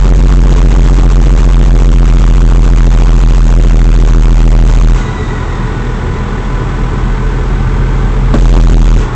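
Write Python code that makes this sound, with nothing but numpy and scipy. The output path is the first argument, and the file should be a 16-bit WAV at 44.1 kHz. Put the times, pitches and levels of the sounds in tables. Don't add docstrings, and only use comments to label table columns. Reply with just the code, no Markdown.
import sys
import numpy as np
from scipy import signal
from scipy.fft import rfft, irfft, next_fast_len
from scipy.io import wavfile
from scipy.ndimage import map_coordinates

SR = 44100
rng = np.random.default_rng(int(sys.argv[2]) if len(sys.argv) > 2 else 0)


def int16_out(signal):
    q = np.round(np.clip(np.atleast_2d(signal).T, -1, 1) * 32767)
    wavfile.write(sys.argv[1], SR, q.astype(np.int16))


N = 403515

# (time [s], firing rate [1/s])
FIRING_RATE = [(0.0, 43.91), (0.3, 44.96), (1.0, 44.23), (2.0, 42.96), (3.0, 41.87), (4.0, 40.93),
               (4.9, 40.5), (5.6, 40.79), (6.4, 41.36), (7.2, 41.93), (8.3, 42.74), (8.6, 41.75),
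               (9.15, 39.82)]
# (boom step [dB], drone step [dB], rattle step [dB], lateness [firing periods])
CYLINDER_STEPS = [(-1.5, -3, -15.5, .06), (-1, -12, -18.5, .03), (-3, 7.5, -0.5, .01), (0, -5.5, -7.5, .01),
                  (2.34, 2.5, -18, .03), (-1.6, 6.5, -3.5, .01)]
# (time [s], pitch [Hz], level [dB])
GEARBOX_WHINE = [(0, 1110, -33), (5.1, 999.4, -34), (7, 1005, -32.5), (7.7, 1010, -43.5), (8.6, 1095, -42),
                 (9.1, 1095, -31)]
# (time [s], thud level [dB], thud decay to -60 dB [s], metal clank level [dB])
JOLT_EVENTS = [(0.984, -8, .25, -24.5), (8.338, 2, .17, -14), (8.444, -9.5, 0.23, -25),
               (8.53, 2, 0.19, -4.5), (8.564, -7, 0.14, -14), (8.602, -8, .12, -10.5),
               (8.683, -6.5, 0.4, -18)]
# (frequency [Hz], relative level [dB])
THUD_SPECTRUM = [(20, 0), (90, -7.5), (170, -1), (225, 3), (300, -1.5), (450, -10), (1100, -26.5),
                 (2500, -41), (8000, -42.5)]
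RUMBLE_SPECTRUM = [(8, -31), (22, -10.5), (35, -2.5), (58, -7.5), (80, -0.5), (110, -6.5), (160, -8.5),
                   (205, -14.5), (260, -17.5), (400, -23.5), (700, -45.5), (2000, -81.5)]
CLATTER_SPECTRUM = [(100, -21.5), (280, 2.5), (450, 3), (540, -2), (680, -4.5), (830, 0), (1150, 0),
                    (1450, -4.5), (1650, -7), (2050, -7.5), (2700, -14.5), (3600, -16.5), (4700, -23.5),
                    (8000, -24.5)]
AIR_SPECTRUM = [(500, -41), (2500, 5), (4000, -1), (5200, -3.5), (6500, 2.5), (8000, -3.5)]
CLANK_SPECTRUM = [(400, -19.5), (800, -0.5), (1100, 1.5), (1350, -6), (1750, -17.5), (3500, -13.5),
                  (4500, -21.5), (8000, -38.5)]
# (multiple of firing rate, level within the drone [dB])
DRONE_OVERTONES = [(3, 0), (5, -11), (7, -16.5)]
# (pitch [Hz], fuzz width [Hz], level before the rumble gain [dB])
PANEL_TONES = [(198.8, 14, -14), (236.3, 14, -17), (369.6, 22, -16.5), (429.3, 30, -14), (485, 20, -22),
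               (767, 36, -27.5), (853.5, 55, -29)]
# (multiple of firing rate, level [dB])
TIMING_MESHES = [(28, -43.5), (32, -43.5), (36, -36), (48, -46)]
# (start [s], end [s], boom [dB], cab drone [dB], cylinder unevenness [1], rumble [dB])
LOAD_SPELLS = [(-1, 4.925, 3.8, -10.5, .92, -13), (8.335, 8.96, 4.2, -8, .5, -10.5)]

TAKE_UP_S, LET_GO_S = .08, .125
EASED_BOOM_DB, EASED_DRONE_DB, EASED_UNEVEN, EASED_RUMBLE_DB = -16, -19.3, .25, -17
BOOM_DB_PER_S, DRONE_DB_PER_S = 3.1, 1.8
CRUISE_FIRINGS_HZ = 42.5
DRONE_DB_PER_HZ, THROB_DB_PER_HZ = .5, .8
CLATTER_DB, CLATTER_LOAD_DB = -23.8, 2.3
SPOOL_S = 1.4
TURBO_IDLE_HZ, TURBO_FULL_HZ = 1620, 2020
WHISTLE_DB, WHISTLE_SPIN_DB = -45, -34
SPIN_POWER = 2.5
AIR_DB, AIR_SPIN_DB, AIR_LOAD_DB = -58, -37, -26.3
BAND_HZ, TOP_HZ = 8000, 15500


def amp(db):
    return 10 ** (np.asarray(db) / 20)


def unit(x):
    return x / np.sqrt(np.mean(x ** 2) + 1e-20)


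def curves(rows):
    s, *cols = np.transpose(rows)
    return [np.interp(np.arange(N) / SR, s, c) for c in cols]


def wobble(rate_hz):
    knots = rng.standard_normal(int(N * rate_hz / SR) + 4)
    return map_coordinates(knots, [np.arange(N) * rate_hz / SR])


def filtered(x, response):
    size = next_fast_len(N + SR // 2)
    return irfft(rfft(x, size) * response(np.fft.rfftfreq(size, 1 / SR)), size)[:N]


def coloured(x, points):
    f, db = np.transpose(points)
    return unit(filtered(x, lambda hz: amp(np.interp(np.log(hz + 1), np.log(f), db))))


def whine(hz, width_hz):
    angle = 2 * np.pi * np.cumsum(hz) / SR
    return unit(wobble(width_hz) * np.sin(angle) + wobble(width_hz) * np.cos(angle))


def throttle():
    t = np.arange(N) / SR
    load, eased_s = np.zeros((2, N))
    for start, end, *_ in LOAD_SPELLS:
        take_up = (t - start) / TAKE_UP_S
        let_go = 1 - (t - end) / LET_GO_S
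        load += np.clip(np.minimum(take_up, let_go), 0, 1)
        eased_s = np.where(t > end, t - end, eased_s)
    return load, eased_s


def effort():
    load, eased_s = throttle()
    starts, _, *columns = np.transpose(LOAD_SPELLS)
    spell = np.searchsorted(starts, np.arange(N) / SR) - 1
    eased_boom_db = EASED_BOOM_DB + BOOM_DB_PER_S * eased_s
    eased_drone_db = EASED_DRONE_DB + DRONE_DB_PER_S * eased_s
    eased = eased_boom_db, eased_drone_db, EASED_UNEVEN, EASED_RUMBLE_DB
    return [(1 - load) * low + load * high[spell] for low, high in zip(eased, columns)]


def road(rumble_db):
    panels = sum(amp(db) * whine(np.full(N, hz), width) for hz, width, db in PANEL_TONES)
    rumble = amp(wobble(5.5)) * coloured(rng.standard_normal(N), RUMBLE_SPECTRUM)
    return amp(rumble_db) * (rumble + panels)


def jolts():
    attack_s, clank_t60_s = .001, .09
    thud, clank = np.zeros((2, N))
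    for s, thud_db, thud_t60_s, clank_db in JOLT_EVENTS:
        age_s = np.maximum(np.arange(N) / SR - s, 0)
        rise = 1 - np.exp(-age_s / attack_s)
        thud += rise * amp(thud_db - 60 * age_s / thud_t60_s)
        clank += rise * amp(clank_db - 60 * age_s / clank_t60_s)
    thuds = thud * coloured(rng.standard_normal(N), THUD_SPECTRUM)
    return thuds + clank * coloured(rng.standard_normal(N), CLANK_SPECTRUM)


def turbo(load, width_hz=110, upper_ratio=1.93, upper_db=-8, upper_width_hz=330):
    keep = np.exp(-1 / (SPOOL_S * SR))
    spin = 1 - signal.lfilter([1 - keep], [1, -keep], 1 - load)
    hz = TURBO_IDLE_HZ + (TURBO_FULL_HZ - TURBO_IDLE_HZ) * spin
    boost = np.abs(spin) ** SPIN_POWER
    whistle = whine(hz, width_hz) + amp(upper_db) * whine(upper_ratio * hz, upper_width_hz)
    air = coloured(rng.standard_normal(N), AIR_SPECTRUM)
    whistle_gain = amp(WHISTLE_DB) + amp(WHISTLE_SPIN_DB) * boost
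    air_gain = amp(AIR_DB) + amp(AIR_SPIN_DB) * boost
    eased = whistle_gain * whistle + air_gain * air
    return (1 - load) * eased + load * amp(AIR_LOAD_DB) * air


def whines(firing_hz, mesh_width_hz=42):
    gear_hz, gear_db = curves(GEARBOX_WHINE)
    gearbox = amp(gear_db) * whine(gear_hz, width_hz=34)
    timing = sum(amp(db) * whine(k * firing_hz, mesh_width_hz) for k, db in TIMING_MESHES)
    return gearbox + timing


def clatter(firings, load, knock_db=-4, t60_s=0.15, pulsing=0.067):
    starts = np.flatnonzero(np.diff(np.floor(firings)) > 0)
    t = np.arange(SR // 8) / SR
    knocks, count = np.zeros(N), len(CYLINDER_STEPS)
    for k in range(count):
        own_starts = starts[k::count]
        blows = np.zeros(N)
        blows[own_starts] = amp(0.5 * rng.standard_normal(len(own_starts)))
        ring = rng.standard_normal(len(t)) * amp(-60 * t / t60_s)
        knocks += signal.fftconvolve(blows, ring)[:N]
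    wash = rng.standard_normal(N) * (1 + pulsing * np.sin(2 * np.pi * firings))
    clatter_db = CLATTER_DB + CLATTER_LOAD_DB * load
    return amp(clatter_db) * coloured(wash + amp(knock_db) * unit(knocks), CLATTER_SPECTRUM)


def rattle(firings, boom_db, rattle_db=-16.0, stroke_periods=.44, decay_db_per_period=110):
    blow, age_periods = np.divmod(firings - stroke_periods, 1)
    blow = blow.astype(int)
    scatter_db = 1.7 * rng.standard_normal(N)[blow]
    force_db = np.array(CYLINDER_STEPS)[blow % len(CYLINDER_STEPS), 2] + scatter_db
    level_db = rattle_db + boom_db + force_db - decay_db_per_period * age_periods
    return amp(level_db) * coloured(rng.standard_normal(N), CLANK_SPECTRUM)


def exhaust(firings, boom_db, drone_db, uneven, shake_db=-14.5, scatter_db=0.74, lead_periods=0.06):
    count = len(CYLINDER_STEPS)
    boom_step, drone_step, _, late = [np.interp(firings, np.arange(count) + .5, column, period=count)
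                                      for column in np.transpose(CYLINDER_STEPS)]
    swings = firings - uneven * late
    boom = amp(uneven * boom_step + scatter_db * wobble(30)) * np.sin(2 * np.pi * swings)
    twice_a_turn = np.sin(2 * np.pi * firings * 2 / 3)
    early = swings + lead_periods
    overtones = sum(amp(db) * np.sin(2 * np.pi * k * early) for k, db in DRONE_OVERTONES)
    drone = amp(drone_db + uneven * drone_step + 0.4 * wobble(12)) * overtones
    return amp(boom_db) * (boom + amp(shake_db) * twice_a_turn) + drone


def scene():
    firing_hz, = curves(FIRING_RATE)
    firings = np.cumsum(firing_hz) / SR
    load, _ = throttle()
    boom_db, drone_db, uneven, rumble_db = effort()
    over_hz = firing_hz - CRUISE_FIRINGS_HZ
    drone_db = drone_db + DRONE_DB_PER_HZ * over_hz
    uneven = uneven * amp(THROB_DB_PER_HZ * over_hz)
    background = road(rumble_db) + jolts()
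    machinery = turbo(load) + whines(firing_hz) + clatter(firings, load)
    pipe = rattle(firings, boom_db) + exhaust(firings, boom_db, drone_db, uneven)
    return (background + machinery + pipe)[None]


def record(dry, ripple=0.001, floor_db=-51):
    ceiling = .705
    clipped = np.clip(dry[0], -ceiling, ceiling) + amp(floor_db) * rng.standard_normal(N)
    narrow = filtered(clipped, lambda hz: 1 / np.sqrt(1 + (hz / BAND_HZ) ** 60))
    held = np.clip(narrow, -ceiling - ripple, ceiling + ripple)
    return filtered(held, lambda hz: hz < TOP_HZ)[None]


dry = scene()
out = record(dry)
int16_out(out)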